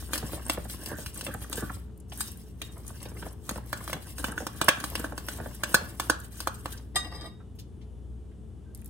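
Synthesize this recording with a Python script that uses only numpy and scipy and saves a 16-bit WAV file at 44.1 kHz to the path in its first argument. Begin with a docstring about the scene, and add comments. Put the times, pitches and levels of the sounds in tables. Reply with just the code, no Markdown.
"""A steel spoon beats thick dough in a hand-held glass bowl on a stone counter, in a small kitchen.
The spoon knocks, judders and scrapes on the damped glass; the dough crackles as wet strands part,
and its air pockets pop open. The spoon is laid on the rim and rings, a hand takes a plastic cup,
and at the very end water starts to trickle in. An appliance's motor hums throughout."""
import sys
import numpy as np
from scipy import signal
from scipy.fft import rfft, irfft, next_fast_len
from scipy.io import wavfile
from scipy.ndimage import uniform_filter1d

SR = 44100
rng = np.random.default_rng(int(sys.argv[2]) if len(sys.argv) > 2 else 0)


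def master(y):
    """Save y as 16-bit WAV."""
    cut = np.clip(np.atleast_2d(y).T, -1, 1)
    pcm = np.round(cut * 32767)  # scale
    wavfile.write(sys.argv[1], SR, pcm.astype(np.int16))


N = 392049
TIME = np.arange(N) / SR

# tones of the bowl, damped by dough and hand: f/Hz, level/dB, t60/s (the time to fade by 60 dB)
BOWL_TONES = [(151, -0.5, 0.045), (234.7, -4, 0.024), (305, 2, 0.084), (528.7, -5, 0.13),
              (627, -5.5, 0.076), (726, -7.5, 0.068), (882, 5, 0.025), (1020, 6, 0.01), (1150, 5.5, 0.058),
              (1405, -8.5, .026), (1526, 6.5, 0.07), (1650, 5, 0.033), (1722, 4, 0.088),
              (1989, -11.5, 0.019), (2370, -13, 0.094), (2713, -8.5, 0.055), (2923, -9.5, 0.065),
              (3250, -9, 0.06), (3452, -6.5, 0.044), (3980, -11, 0.036), (4190, -17, 0.069),
              (4430, -13.5, 0.075), (4984, -11.5, 0.039), (6460, -10.5, 0.021), (6620, -12, .04),
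              (8035, -4, .07), (8977, -0.5, 0.036), (9500, -5.5, 0.027), (9830, -2, 0.021),
              (11560, -4.5, 0.023)]
# turns of the spoon, each a push and a return:
# t/s, drag/dB, crackle/dB, return against push/dB, time to the return/s, hold/s
SPOON_TURNS = [(-0.201, -45.5, -45.0, -0.5, 0.18, 0.017), (0.175, -41, -43.5, -3, 0.16, 0.0),
               (0.53, -44.5, -41, -5.5, 0.2, 0.0019), (0.88, -44.5, -40.5, -7.5, 0.18, 0.0),
               (1.222, -47.5, -43.5, -7, 0.19, 0.028), (1.57, -43, -42, -12.5, 0.17, 0.0065),
               (2.203, -53.5, -47, -15, 0.21, 0.076), (2.671, -58.5, -59.5, 0.5, 0.12, 0.049),
               (2.875, -57, -54, -3.0, 0.22, 0.21), (3.517, -52.5, -52, 0, 0.22, 0.059),
               (3.896, -49, -46.5, -5, 0.18, 0.024), (4.26, -46.5, -41.5, -7.5, 0.14, 0.021),
               (4.59, -49, -51.5, 1, 0.21, 0.1), (4.991, -47, -46.5, -6, 0.18, 0.025),
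               (5.339, -48.5, -47.5, -3, 0.16, 0.028), (5.681, -45.0, -50.5, -4, 0.14, 0.054),
               (6.045, -49.5, -46, -5, 0.17, 0), (6.417, -52, -48.5, -4.5, 0.17, 0),
               (6.737, -55, -52.5, -27, 0.18, 0.0012)]


def from_db(db):
    """Turn decibels into a gain."""
    return 10 ** (np.asarray(db) / 20)


def rms_one(x):
    """Scale to an average strength (rms) of 1."""
    return x / np.sqrt(np.mean(x ** 2) + 1e-20)


def peak_one(x):
    """Scale to a peak of 1."""
    return x / (np.abs(x).max() + 1e-20)


def at_hz(points, hz):
    """Read between the rows of a table, with octaves evenly spaced."""
    f, value = np.transpose(points)
    return np.interp(np.log(hz + 1e-9), np.log(f), value)


def add(out, s, sound):
    """Mix a sound in at s seconds."""
    start = max(round(s * SR), 0)
    out[start:start + len(sound)] += sound[:N - start]


def band(x, low, high, order=2):
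    """Keep what lies between two frequencies."""
    sections = signal.butter(order, [low, min(high, .48 * SR)], "band", fs=SR, output="sos")
    return signal.sosfilt(sections, x)


def coloured(x, spectrum):
    """Shape the lows and highs of a sound by a table; the result has rms 1."""
    size = next_fast_len(N)
    gain = from_db(at_hz(spectrum, np.fft.rfftfreq(size, 1 / SR)))
    return rms_one(irfft(rfft(x, size) * gain, size)[..., :N])


def drift(per_s):
    """A random wander with a spread near 1."""
    knots = rng.standard_normal(2000)
    return np.interp(TIME * per_s, np.arange(len(knots)), knots)


def grains(per_s, spread_db):
    """Random clicks of uneven size."""
    sizes = from_db(spread_db * np.minimum(rng.exponential(1, N), 4)) * rng.choice([-1, 1], N)
    return sizes * (rng.random(N) < per_s / SR)


def fade(t, t60):
    """Die away by 60 dB every t60 seconds."""
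    return np.exp(-np.log(1000) / t60 * t)


def swell(start, attack_s, hold_s, release_t60):
    """Rise to full strength at the start time, hold, then die away."""
    t = TIME - start
    return np.clip(1 + t / attack_s, 0, 1) * fade(np.clip(t - hold_s, 0, 3 * release_t60), release_t60)


def struck(tones, t, scatter_db, tilt_db=0, ring=1, detune=0):
    """A blow starts each tone with a random strength and sign, as if landing on a new spot."""
    hz, level_db, t60 = np.transpose(tones)[:, :, None]
    tilt = tilt_db * np.log2(hz / hz.mean())
    gain = from_db(level_db + tilt + scatter_db * rng.standard_normal(hz.shape))
    hz = hz * (1 + detune * rng.standard_normal(hz.shape))
    sign = rng.choice([-1, 1], hz.shape)
    return np.sum(gain * sign * np.sin(2 * np.pi * hz * t) * fade(t, t60 * ring), axis=0)


def brief_noises(rows, swell_s, width):
    """Short bursts of noise, each swelling and dying around its own pitch."""
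    out, t = np.zeros(N), np.arange(SR // 8) / SR
    for s, peak_db, hz in rows:
        burst = rng.standard_normal(len(t)) * t * np.exp(-t / swell_s)
        add(out, s, from_db(peak_db) * peak_one(band(burst, hz / (1 + width), hz * (1 + width))))
    return out


def appliance(waver_db=3.0, air_db=-47.5, side_db=-6.5):
    """A motor's wavering hum over a low rush of air, a little louder on the left."""
    # the motor's tones: f/Hz, level/dB
    motor_tones = [(58.5, -62.5), (61.3, -46.5), (118.5, -55.5), (179, -61), (217, -62), (429, -66),
                   (2939, -89), (3488, -88), (8452, -89.5), (10008, -88)]
    # the rush of air: f/Hz, level/dB
    air_spectrum = [(20, -17.5), (40, -7.5), (55, -11.5), (80, 6.5), (125, -3.5), (220, -7), (400, -13.5),
                    (600, -25), (1000, -31), (2200, -44), (3200, -41), (4500, -48), (9000, -45.5),
                    (12000, -53.5), (16000, -62)]
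    hum = np.zeros(N)
    for hz, db in motor_tones:
        strength = from_db(db + waver_db * drift(6.4)) * np.sqrt(2)
        hum += strength * np.sin(2 * np.pi * hz * TIME + .5 * drift(4))
    middle, side = coloured(rng.standard_normal((2, N)), air_spectrum)
    air = middle + from_db(side_db) * side * [[1], [-1]]
    return (hum + from_db(air_db) * air) * from_db([[1.1], [-1.1]])


def stirring(attack_s=0.13, drag_lag_s=0.0078):
    """How strong the drag and the crackle are: each turn sweeps through the dough twice."""
    drag, crackling = np.zeros(N), np.zeros(N)
    for s, drag_db, crackle_db, return_db, return_s, hold_s in SPOON_TURNS:
        for start, sweep_db in (s, 0), (s + return_s, return_db):
            # the spoon presses on the glass just after it cuts into the dough
            cutting = swell(start, attack_s, hold_s, release_t60=0.32)
            pressing = swell(start + drag_lag_s, attack_s, hold_s, release_t60=0.6)
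            drag = np.maximum(drag, from_db(drag_db + sweep_db) * pressing)
            crackling = np.maximum(crackling, from_db(crackle_db + sweep_db) * cutting)
    return drag, crackling


def wet_ticks(per_s, spread_db, clump_db, cycles, pitches=14):
    """Each tiny strand parts with a tick of its own pitch; ticks of one pitch come in clusters."""
    out, clicks = np.zeros(N), grains(per_s, spread_db)
    pitch_index = rng.integers(0, pitches, N)
    for k, hz in enumerate(np.geomspace(4000, 15000, pitches)):
        decay, angle = fade(1 / SR, cycles / hz), 2 * np.pi * hz / SR
        feedback = [1, -2 * decay * np.cos(angle), decay ** 2]   # makes each click ring at hz
        cluster = clicks * (pitch_index == k) * from_db(clump_db * drift(45))
        out += np.sqrt(hz) * signal.lfilter([1 - decay ** 2, 0, decay ** 2 - 1], feedback, cluster + 1e-18)
    return out


def dough(drag, crackling, squish_db=1.0, churn_db=-9.0, thin_snap_db=-8.5, wall_hz=1630):
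    """The spoon rubs coated glass, dough squishes and churns on the wall, and wet strands part."""
    # the spoon rubbing: f/Hz, level/dB
    rub_spectrum = [(90, -13), (200, 10), (330, 11), (430, -4.5), (560, 2), (800, -1.5), (1150, 0),
                    (1350, -7), (1700, -7), (2200, -11.5), (3300, -18), (6000, -27.5), (14000, -37)]
    # the dough squishing: f/Hz, level/dB
    squish_spectrum = [(900, -21), (1900, -6), (2300, -8.5), (2800, 1), (3400, -3), (4400, -5.5),
                       (5400, -2.5), (6300, -13), (7300, -4.5), (11000, -6)]
    # tiny strands parting: f/Hz, level/dB
    crackle_spectrum = [(3000, -15.5), (6000, -2), (7300, -7.5), (8200, 3), (9800, -1), (10900, -5),
                        (12300, -4.5), (14500, -13), (16000, -10)]
    sticking = from_db(4.5 * drift(60))
    clumps = from_db(4.3 * drift(40))
    rub = coloured(grains(2700, spread_db=6.5) * sticking, rub_spectrum)
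    squish = coloured(grains(4000, spread_db=-1.0) * clumps, squish_spectrum)
    crackle = coloured(wet_ticks(2000, spread_db=2.5, clump_db=5.0, cycles=30) * clumps, crackle_spectrum)
    thin_snaps = coloured(wet_ticks(45, spread_db=3.5, clump_db=2.0, cycles=14), crackle_spectrum)
    churn_clicks = grains(1200, spread_db=4.5) * from_db(9.6 * drift(22))
    churn = rms_one(band(churn_clicks, wall_hz / 1.084, wall_hz * 1.084))
    squishing = from_db(squish_db) * np.sqrt(drag * crackling)   # takes both pressure and wetness
    return (drag * (rub + from_db(churn_db) * churn) + squishing * squish
            + crackling * (crackle + from_db(thin_snap_db) * thin_snaps))


def snaps():
    """Thick strands of dough break with a high click."""
    # breaking strands: t/s, peak/dB, f/Hz
    strands = [(0.085, -41, 10550), (0.333, -39, 10300), (0.533, -31, 10000), (0.646, -39, 11900),
               (1.143, -34, 9900), (1.339, -28.5, 10000), (1.435, -44, 9900), (1.573, -28, 9700),
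               (1.605, -28, 9900), (1.975, -46, 10800), (2.0, -43.5, 9100), (2.174, -30.5, 10700),
               (2.317, -31.5, 10400), (2.372, -38, 10900), (2.778, -40, 9500), (2.865, -35, 7900),
               (2.878, -30, 8440), (3.028, -30, 9900), (3.328, -41, 11000), (3.51, -30, 10100),
               (3.661, -41, 10100), (3.839, -34, 9500), (4.226, -36, 10000), (4.585, -42, 9900),
               (4.643, -22.5, 10300), (4.994, -27, 9900), (5.371, -34.5, 10100), (5.547, -33, 10500),
               (5.693, -35, 10270), (6.2, -34, 9800), (6.543, -37.5, 9500)]
    return brief_noises(strands, swell_s=0.0015, width=0.31)


def knocks(punch_hz=1130, punch_s=0.00081, firm_db=-27.5, rebound_s=0.0042, blow_s=0.018):
    """Steel meets glass: a crack, one swing of the wall (the punch), a damped ring and a bounce."""
    # spoon on bowl: t/s, punch level/dB, then against it: thud/dB, wall/dB, clack/dB, treble/dB
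    blows = [(0.133, -37, -0.5, 0.5, 0, 3.5), (0.157, -45, -4, 7, -6, -11), (0.178, -55, -5, 2, 6, 18),
             (0.497, -31, 0.5, -3.5, 1, -0.5), (0.698, -64.5, 11, 15, 11, 18), (0.86, -64, 4, -1, 15.5, 22),
             (1.061, -48, -15, 1, 4.5, 4.5), (1.21, -49, -5, 2, 4.5, 7.5), (1.266, -46.5, 5.5, 6, 8, -0.5),
             (1.528, -43.5, 0, -7, 2.5, 5.5), (2.207, -40.5, -9, -2, -4, -1), (2.617, -49.5, 4, -7, 8.5, 6),
             (3.492, -37, -2.5, -8, -4, 0), (3.729, -35.5, -4, 7.5, -6, -4.5),
             (3.877, -40, -6, -5, -8, -6.5), (3.897, -46, 4, 0, -5, -8), (3.93, -37, -1.5, -1.5, 1, -2.5),
             (4.182, -50, 2, 1, 0.5, 4.5), (4.242, -33, -1.5, -2.5, -2, -8),
             (4.378, -42, -3.5, 9.5, 0, -7.5), (4.467, -35, -1.5, -10, -8, -5.5),
             (4.614, -27, -2, -7, -4.5, -5), (4.683, -20, -4, 3, 0, -4), (4.801, -51, 2, 1, 4, 5.5),
             (4.84, -35, -2.5, -5.5, -7.5, -3), (4.953, -38.5, 1, -1, 5, 2), (5.043, -39, 6, 2.5, -9, -11),
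             (5.178, -41.5, -1, 0.5, -6.5, -1), (5.285, -41, 1, 2, 1.5, 0.5), (5.635, -35, -1, 3.5, 0.5, 1),
             (5.743, -23.5, -0.5, 5, -4.5, 1), (5.998, -31.5, -8.5, -2, -5.5, -3),
             (6.098, -25, -1, 4, -10.5, -3.5), (6.403, -43, -4, -4, -5.5, 4.5),
             (6.472, -27.5, -7, -3, -13.5, -10.5), (6.657, -35.5, -3, -5.5, -9, -10)]
    # ranges of thud, punch, wall ring, clack, lower and upper treble: low/Hz, high/Hz
    ranges = [(150, 700), (700, 1400), (1400, 1900), (1900, 3700), (3700, 7000), (7000, 16000)]
    # how strongly each range reaches the air: gain/dB
    radiation = [-0.74, -1.1, -0.98, 0.021, -1.6, -0.37]
    out, t, lead = np.zeros(N), np.arange(SR // 10) / SR, SR // 200
    contact = from_db(16) * fade(t, 0.002) + from_db(-1.5) * fade(t, 0.029)   # crack, then clatter
    cushion = 1 - np.exp(-t / 0.0008)   # a film of dough softens the touch
    punch_t = t - .0015
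    punch = from_db(21) * np.exp(-(punch_t / punch_s) ** 2) * np.sin(2 * np.pi * punch_hz * punch_t)

    def touch():
        """The moving dough loads the glass differently at each touch."""
        glass = struck(BOWL_TONES, t, scatter_db=2.0, ring=0.43, detune=0.0093)
        return cushion * (glass + contact * rng.standard_normal(len(t)))

    for s, level_db, thud_db, wall_db, clack_db, treble_db in blows:
        first, second = touch(), touch()
        delay = int(rebound_s * rng.uniform(.8, 1.2) * SR)
        rebound_db = -11 + 2.3 * max(level_db - firm_db, 0)   # a firm blow bounces harder
        rebound = from_db(rebound_db) * np.pad(second, (delay, 0))[:len(t)]
        blow = np.pad(punch + first + rebound, (lead, 0))
        spectrum, hz = rfft(blow), np.fft.rfftfreq(len(blow), 1 / SR)
        balance = (thud_db, 0, wall_db, clack_db, treble_db, treble_db)
        colour = []   # gains that bring each range to its level
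        for (low, high), range_db, radiation_db in zip(ranges, balance, radiation):
            inside = spectrum[(hz >= low) & (hz < high)]
            power = 2 * np.sum(np.abs(inside) ** 2) / (len(blow) * blow_s * SR)
            gain_db = level_db + range_db + radiation_db - 10 * np.log10(power)
            colour += [(low * 1.06, gain_db), (high / 1.06, gain_db)]
        add(out, s - lead / SR, irfft(spectrum * from_db(at_hz(colour, hz)), len(blow)))
    return band(out, 100, 20000, order=1)


def judders(slips_per_s=330, edge_s=0.0087):
    """Dragged hard, the spoon sticks and slips in an uneven run that gurgles in the bowl's low tones."""
    # runs along the coated wall: t/s, length/s, level/dB
    runs = [(0.219, 0.033, -51), (0.789, 0.036, -51), (0.903, 0.045, -40.5), (1.006, 0.015, -47),
            (1.157, 0.041, -51), (1.27, 0.04, -38.5), (1.618, 0.041, -40.5), (3.043, .07, -53),
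            (3.148, 0.055, -49), (3.216, 0.067, -46.5), (4.186, 0.032, -43.5), (4.263, 0.13, -48),
            (5.385, 0.066, -48)]
    out, t = np.zeros(N), np.arange(SR // 8) / SR
    for s, length, level_db in runs:
        pace = slips_per_s * np.repeat(rng.uniform(.3, 1.7, len(t)), 100)[:len(t)]
        slips = np.diff(np.floor(np.cumsum(pace) / SR), prepend=0)
        slips *= rng.uniform(.3, 1, len(t)) * np.clip((length - t) / edge_s, 0, 1)
        glass = struck(BOWL_TONES, t, scatter_db=2.0, tilt_db=-6, ring=0.43, detune=.01)
        gurgle = band(signal.fftconvolve(slips, glass)[:len(t)], 200, 1950, order=3)
        add(out, s, from_db(level_db) * np.sqrt(length / t[-1]) * rms_one(gurgle))
    return out


def pops(drag, small_count=30, small_db=9, low_hz=445, high_hz=1670, glide_s=.008, rough=0.8):
    """An air pocket tears open with a smack, its ragged note drops as it widens, and the dough slumps."""
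    # large pockets: t/s, level/dB, f/Hz (the note glides from 1.4 to 0.4 times f)
    pockets = [(0.227, -29, 517), (0.332, -29, 520), (0.574, -24, 520), (0.652, -34, 585),
               (0.736, -39, 1365), (0.914, -29.5, 562), (0.985, -33.5, 558), (1.227, -40, 430),
               (1.336, -36, 1650), (1.345, -28.5, 632), (1.442, -38, 1475), (1.497, -39, 427),
               (1.576, -27, 485), (1.624, -30, 498), (1.696, -27.5, 1486), (2.12, -37.5, 766),
               (2.767, -44, 1190), (2.903, -40, 754), (3.056, -34, 492), (3.115, -36.5, 480),
               (3.225, -34, 740), (3.262, -32.5, 733), (3.508, -28, 563), (3.558, -27.5, 572),
               (3.576, -32, 1154), (3.804, -37.5, 1510), (3.942, -28.5, 516), (3.965, -35.5, 560),
               (4.198, -38.5, 510), (4.282, -29, 644), (4.32, -32.5, 1500), (4.403, -27.5, 595),
               (4.418, -32, 731), (4.643, -34, 506), (4.77, -33, 650), (4.916, -38, 544),
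               (4.995, -28.5, 553), (5.122, -29.5, 662), (5.385, -31.5, 590), (5.4, -26.5, 550),
               (5.459, -28.5, 562), (5.694, -36.5, 525), (5.81, -29.5, 560)]
    out, t = np.zeros(N), np.arange(SR // 12) / SR
    large = [(s, from_db(level_db), hz) for s, level_db, hz in pockets]
    # small pockets open at random, as strongly as the spoon is dragging
    last_turn_s = SPOON_TURNS[-1][0]
    small = [(s, from_db(small_db) * drag[int(s * SR)], low_hz * (high_hz / low_hz) ** height)
             for s, height in rng.random((small_count, 2)) * [last_turn_s, 1]]
    for s, gain, hz in large + small:
        phase = 2 * np.pi * np.cumsum(hz * (.4 + np.exp(-t / glide_s))) / SR
        tear = rough * rms_one(band(rng.standard_normal((2, len(t))), 12, 390))
        ragged = (1 + tear[0]) * np.sin(phase) + tear[1] * np.cos(phase)
        note = peak_one(band(ragged * t * np.exp(-t / 0.0037), 172, 1900, order=3))
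        smack = peak_one(band(rng.standard_normal(len(t)) * fade(t, 0.025), 1500, 1900, order=1))
        slump = peak_one(band(rng.standard_normal(len(t)) * t * np.exp(-t / .007), 67, 250))
        add(out, s, gain * (note + from_db(-8) * smack + from_db(-5) * slump))
    return out


def thuds():
    """The bowl nudges the counter with a low bump."""
    # nudges: t/s, peak/dB, f/Hz
    nudges = [(0.232, -29.5, 159), (0.92, -36.5, 109), (1.06, -32.5, 88), (1.272, -36, 118),
              (1.408, -31, 89), (1.624, -28.5, 130), (1.75, -32, 84), (3.938, -33.5, 110)]
    return brief_noises(nudges, swell_s=0.0049, width=0.31)


def scrapes():
    """The spoon briefly scrapes bare glass."""
    # strokes on the glass: t/s, peak/dB, f/Hz
    strokes = [(2.118, -34, 2700), (2.272, -37, 4930), (3.0, -40, 3000), (3.025, -43, 2900),
               (3.052, -39, 2940), (3.165, -39, 1720), (3.222, -36, 2200), (3.26, -57, 2500),
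               (6.72, -40, 4920), (6.774, -40, 4750)]
    return brief_noises(strokes, swell_s=0.0039, width=0.5)


def spoon_on_rim(slide_s=6.957, slide_db=-46.5, hold_s=0.314, rock_per_s=10.6, rock_db=4):
    """Held loosely or let go, the spoon rings at each touch; its sliding handle shakes the bowl too."""
    # the free spoon's tones: f/Hz, level/dB, t60/s
    spoon_tones = [(727, -2.5, 0.18), (830, -10.5, 0.22), (1034, -15, 0.9), (1195, -1.5, 0.47),
                   (1865, -8, 0.47), (1919, -0.5, 0.53), (2200, -2.5, 0.18), (2770, -1.5, 0.37),
                   (3210, 0, 0.26), (3766, 2, 0.37), (3747, 1, 0.89), (4180, -3, 0.44), (4870, -1, 0.2),
                   (4970, 8, 0.3), (6290, -6.5, 0.43), (6750, -14, 0.33), (7650, -8.5, 0.65),
                   (8070, 4, .25), (8140, 1.5, 0.38), (8300, -13, 0.33), (8500, -6, 0.84), (9200, -3, 0.4),
                   (9370, -13, 0.27), (10140, -4.5, 0.31), (11400, -6, .4), (12910, 0, 0.37),
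                   (12900, -15, 0.31)]
    # touches: t/s, peak/dB, favoured f/Hz, falloff from it/dB per octave, share of the free ring time
    touches = [(2.205, -15, 9500, 14, 0.26), (2.616, -32.5, 2860, 17, 0.67), (6.957, -13.5, 6040, 10, 0.51),
               (6.959, -19, 780, 6.5, 0.28), (6.964, -20, 1730, 12, 0.89), (7.123, -36.5, 1195, 23, 0.97),
               (7.159, -44, 4900, 10, 0.23), (7.209, -32.5, 4600, 21, 0.56), (7.257, -41, 4790, 10, 0.16)]
    out, t = np.zeros(N), np.arange(SR // 2) / SR
    onset = 1 - np.exp(-t / 0.00087)
    for s, peak_db, centre_hz, falloff_db, ring in touches:
        # each point of contact favours the tones near one pitch
        tones = [(hz, db - falloff_db * abs(np.log2(hz / centre_hz)), t60) for hz, db, t60 in spoon_tones]
        noise = rms_one(band(rng.standard_normal(len(t)), centre_hz / 3, centre_hz * 1.42))
        contact = from_db(-3 - falloff_db / 2) * noise * fade(t, 0.1)
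        damped = struck(tones, t, scatter_db=4.5, ring=0.16, detune=0.012)
        ringing = from_db(-12.5) * struck(tones, t, scatter_db=1.5, ring=ring)
        add(out, s, from_db(peak_db) * peak_one((contact + damped + ringing) * onset))
    # the handle slides until it rests, pressing and easing as it rocks
    rocking = from_db(rock_db * np.cos(2 * np.pi * rock_per_s * (TIME - slide_s)))
    slips = grains(500, spread_db=0.5) * rocking * swell(slide_s, 0.014, hold_s, release_t60=0.17)
    steel = np.zeros(N)
    for hz, db, t60 in spoon_tones:
        decay, angle = fade(1 / SR, t60 * 0.13), 2 * np.pi * hz / SR   # sliding shortens the ring
        feedback = [1, -2 * decay * np.cos(angle), decay ** 2]
        # as the point of contact shifts, the tones take turns
        gain = from_db(db - 5.5 * np.log2(hz / 1000) + 2.5 * drift(25))
        steel += signal.lfilter([0, np.sin(angle)], feedback, slips * gain + 1e-18)
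    glass = signal.fftconvolve(slips, struck(BOWL_TONES, t, scatter_db=0.0, tilt_db=-6.0))[:N]
    slide = rms_one(steel) + from_db(-2) * rms_one(glass)
    return out + from_db(slide_db) * np.sqrt(hold_s * SR / N) * slide


def cup():
    """A hand reaches for a plastic cup, which squeaks faintly as it is lifted."""
    # scuffs of the hand: t/s, peak/dB, f/Hz
    scuffs = [(7.398, -49, 993), (7.55, -54, 9900), (7.585, -39.5, 4100), (7.588, -44, 10030),
              (7.81, -53, 3230), (8.31, -57, 1600)]
    # the cup's squeak: t/s, peak/dB, f/Hz
    squeaks = [(8.645, -64, 1570)]
    reaching = brief_noises(scuffs, swell_s=0.0077, width=0.57)
    return reaching + brief_noises(squeaks, swell_s=0.0188, width=0.023)


def pour(start_s=8.75, attack_s=0.0074, flow_db=-61.5):
    """A thin stream of water starts to patter on the dough, with single drops standing out."""
    # the stream: f/Hz, level/dB
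    stream_spectrum = [(500, -12.5), (1200, -3), (2400, -3), (4500, -4.5), (7000, -4), (10500, 2),
                       (15000, -12.5)]
    # first drops: t/s, peak/dB, f/Hz
    drops = [(8.748, -33.5, 10200), (8.749, -43, 4570), (8.754, -47, 12500), (8.775, -42.5, 11440),
             (8.816, -41, 9700), (8.821, -49, 2300), (8.845, -38, 11000), (8.859, -30.5, 10900),
             (8.877, -44, 10600)]
    patter = coloured(grains(1500, spread_db=2.0) * from_db(6.2 * drift(55)), stream_spectrum)
    flow = from_db(flow_db) * np.clip((TIME - start_s) / attack_s, 0, 1)
    return brief_noises(drops, swell_s=0.00063, width=0.28) + flow * patter


def direct_path(x):
    """The direct sound arrives left and right with its own timing and strength at each pitch."""
    # how far the left side leads: f/Hz, phase/rad
    left_lead = [(100, 0), (350, -.1), (700, -.4), (1200, 0), (2000, -.3), (2400, -2.3), (3500, -1.9),
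                 (4100, -1.9), (4500, -3.5), (5500, -3.6), (6200, -6.3), (7300, -8.2), (8200, -6.7),
                 (10500, -6.4), (15000, -7.3)]
    # how much louder the left side is: f/Hz, left minus right/dB
    balance = [(250, 1), (700, -2.5), (1500, -4.5), (3000, 2), (6000, 8.5), (8300, 5), (10500, 0.5),
               (14000, -1.5)]
    size = next_fast_len(N)
    hz = np.fft.rfftfreq(size, 1 / SR)
    left = from_db(at_hz(balance, hz) / 2) * np.exp(.5j * at_hz(left_lead, hz))
    return irfft(rfft(x, size) * np.array([left, 1 / left]), size)[:, :N]


def near_paths(x, t60=0.02, first_s=0.0004, wander_per_s=9):
    """Part of the sound comes directly; part bounces off glass, stone and cook by shifting paths."""
    # how much arrives by bouncing: f/Hz, share of the power (0-1)
    scattered_share = [(300, 0.03), (1000, 0.2), (1400, 0.3), (1800, .12), (2300, 0.5), (3100, .4),
                       (4000, 0.6), (7500, 0.8), (9000, .3), (10500, 0), (12000, 0.2), (15000, .2)]
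    t, size = np.arange(SR // 25) / SR, next_fast_len(N + SR // 10)
    place, scattered = np.pi * drift(wander_per_s), 0
    for weight in np.cos(place), np.sin(place):   # wander between two sets of echoes
        echoes = rfft(rng.standard_normal((2, len(t))) * fade(t, t60) * (t > first_s), size)
        echoes /= np.sqrt(uniform_filter1d(np.abs(echoes) ** 2, size=2000, axis=1))   # even out the tone
        scattered = scattered + rfft(x * weight, size) * echoes
    share = np.clip(at_hz(scattered_share, np.fft.rfftfreq(size, 1 / SR)), 0, 1)
    direct = rfft(direct_path(x), size)
    return irfft(direct * np.sqrt(1 - share) + scattered * np.sqrt(share), size)[:, :N]


def kitchen(x, first_echo_s=0.00026):
    """A blur of room echoes, different left and right, dying at its own pace in each octave."""
    # how long the room rings: f/Hz, t60/s
    ring_times = [(300, 0.2), (600, 0.33), (1500, 0.37), (2600, 0.32), (5000, 0.27), (9000, 0.15),
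                  (16000, 0.13)]
    t, edges = np.arange(SR * 2 // 3) / SR, np.geomspace(250, 16000, 7)
    tail = np.zeros((2, len(t)))
    for low, high in zip(edges, edges[1:]):
        t60 = at_hz(ring_times, np.sqrt(low * high))
        tail += band(rng.standard_normal(tail.shape), low, high) * fade(t, t60)
    tail *= np.clip(t / first_echo_s - 1, 0, 1)
    return signal.fftconvolve(x[None], tail / np.sqrt(np.sum(tail ** 2) / 2), axes=1)[:, :N]


def scene(room_db=-11.5):
    """Everything at the bowl is close; the kitchen echoes softly and the appliance hums on."""
    drag, crackling = stirring()
    close = snaps() + cup() + scrapes() + thuds() + knocks() + judders()
    close += pops(drag) + dough(drag, crackling) + spoon_on_rim() + pour()
    return near_paths(close) + from_db(room_db) * kitchen(close) + appliance()


def record(dry, cutoff_hz=15800):
    """The highest treble is cut off steeply."""
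    return signal.sosfilt(signal.ellip(10, .1, 80, cutoff_hz, fs=SR, output="sos"), dry)


dry = scene()
out = record(dry)
master(out)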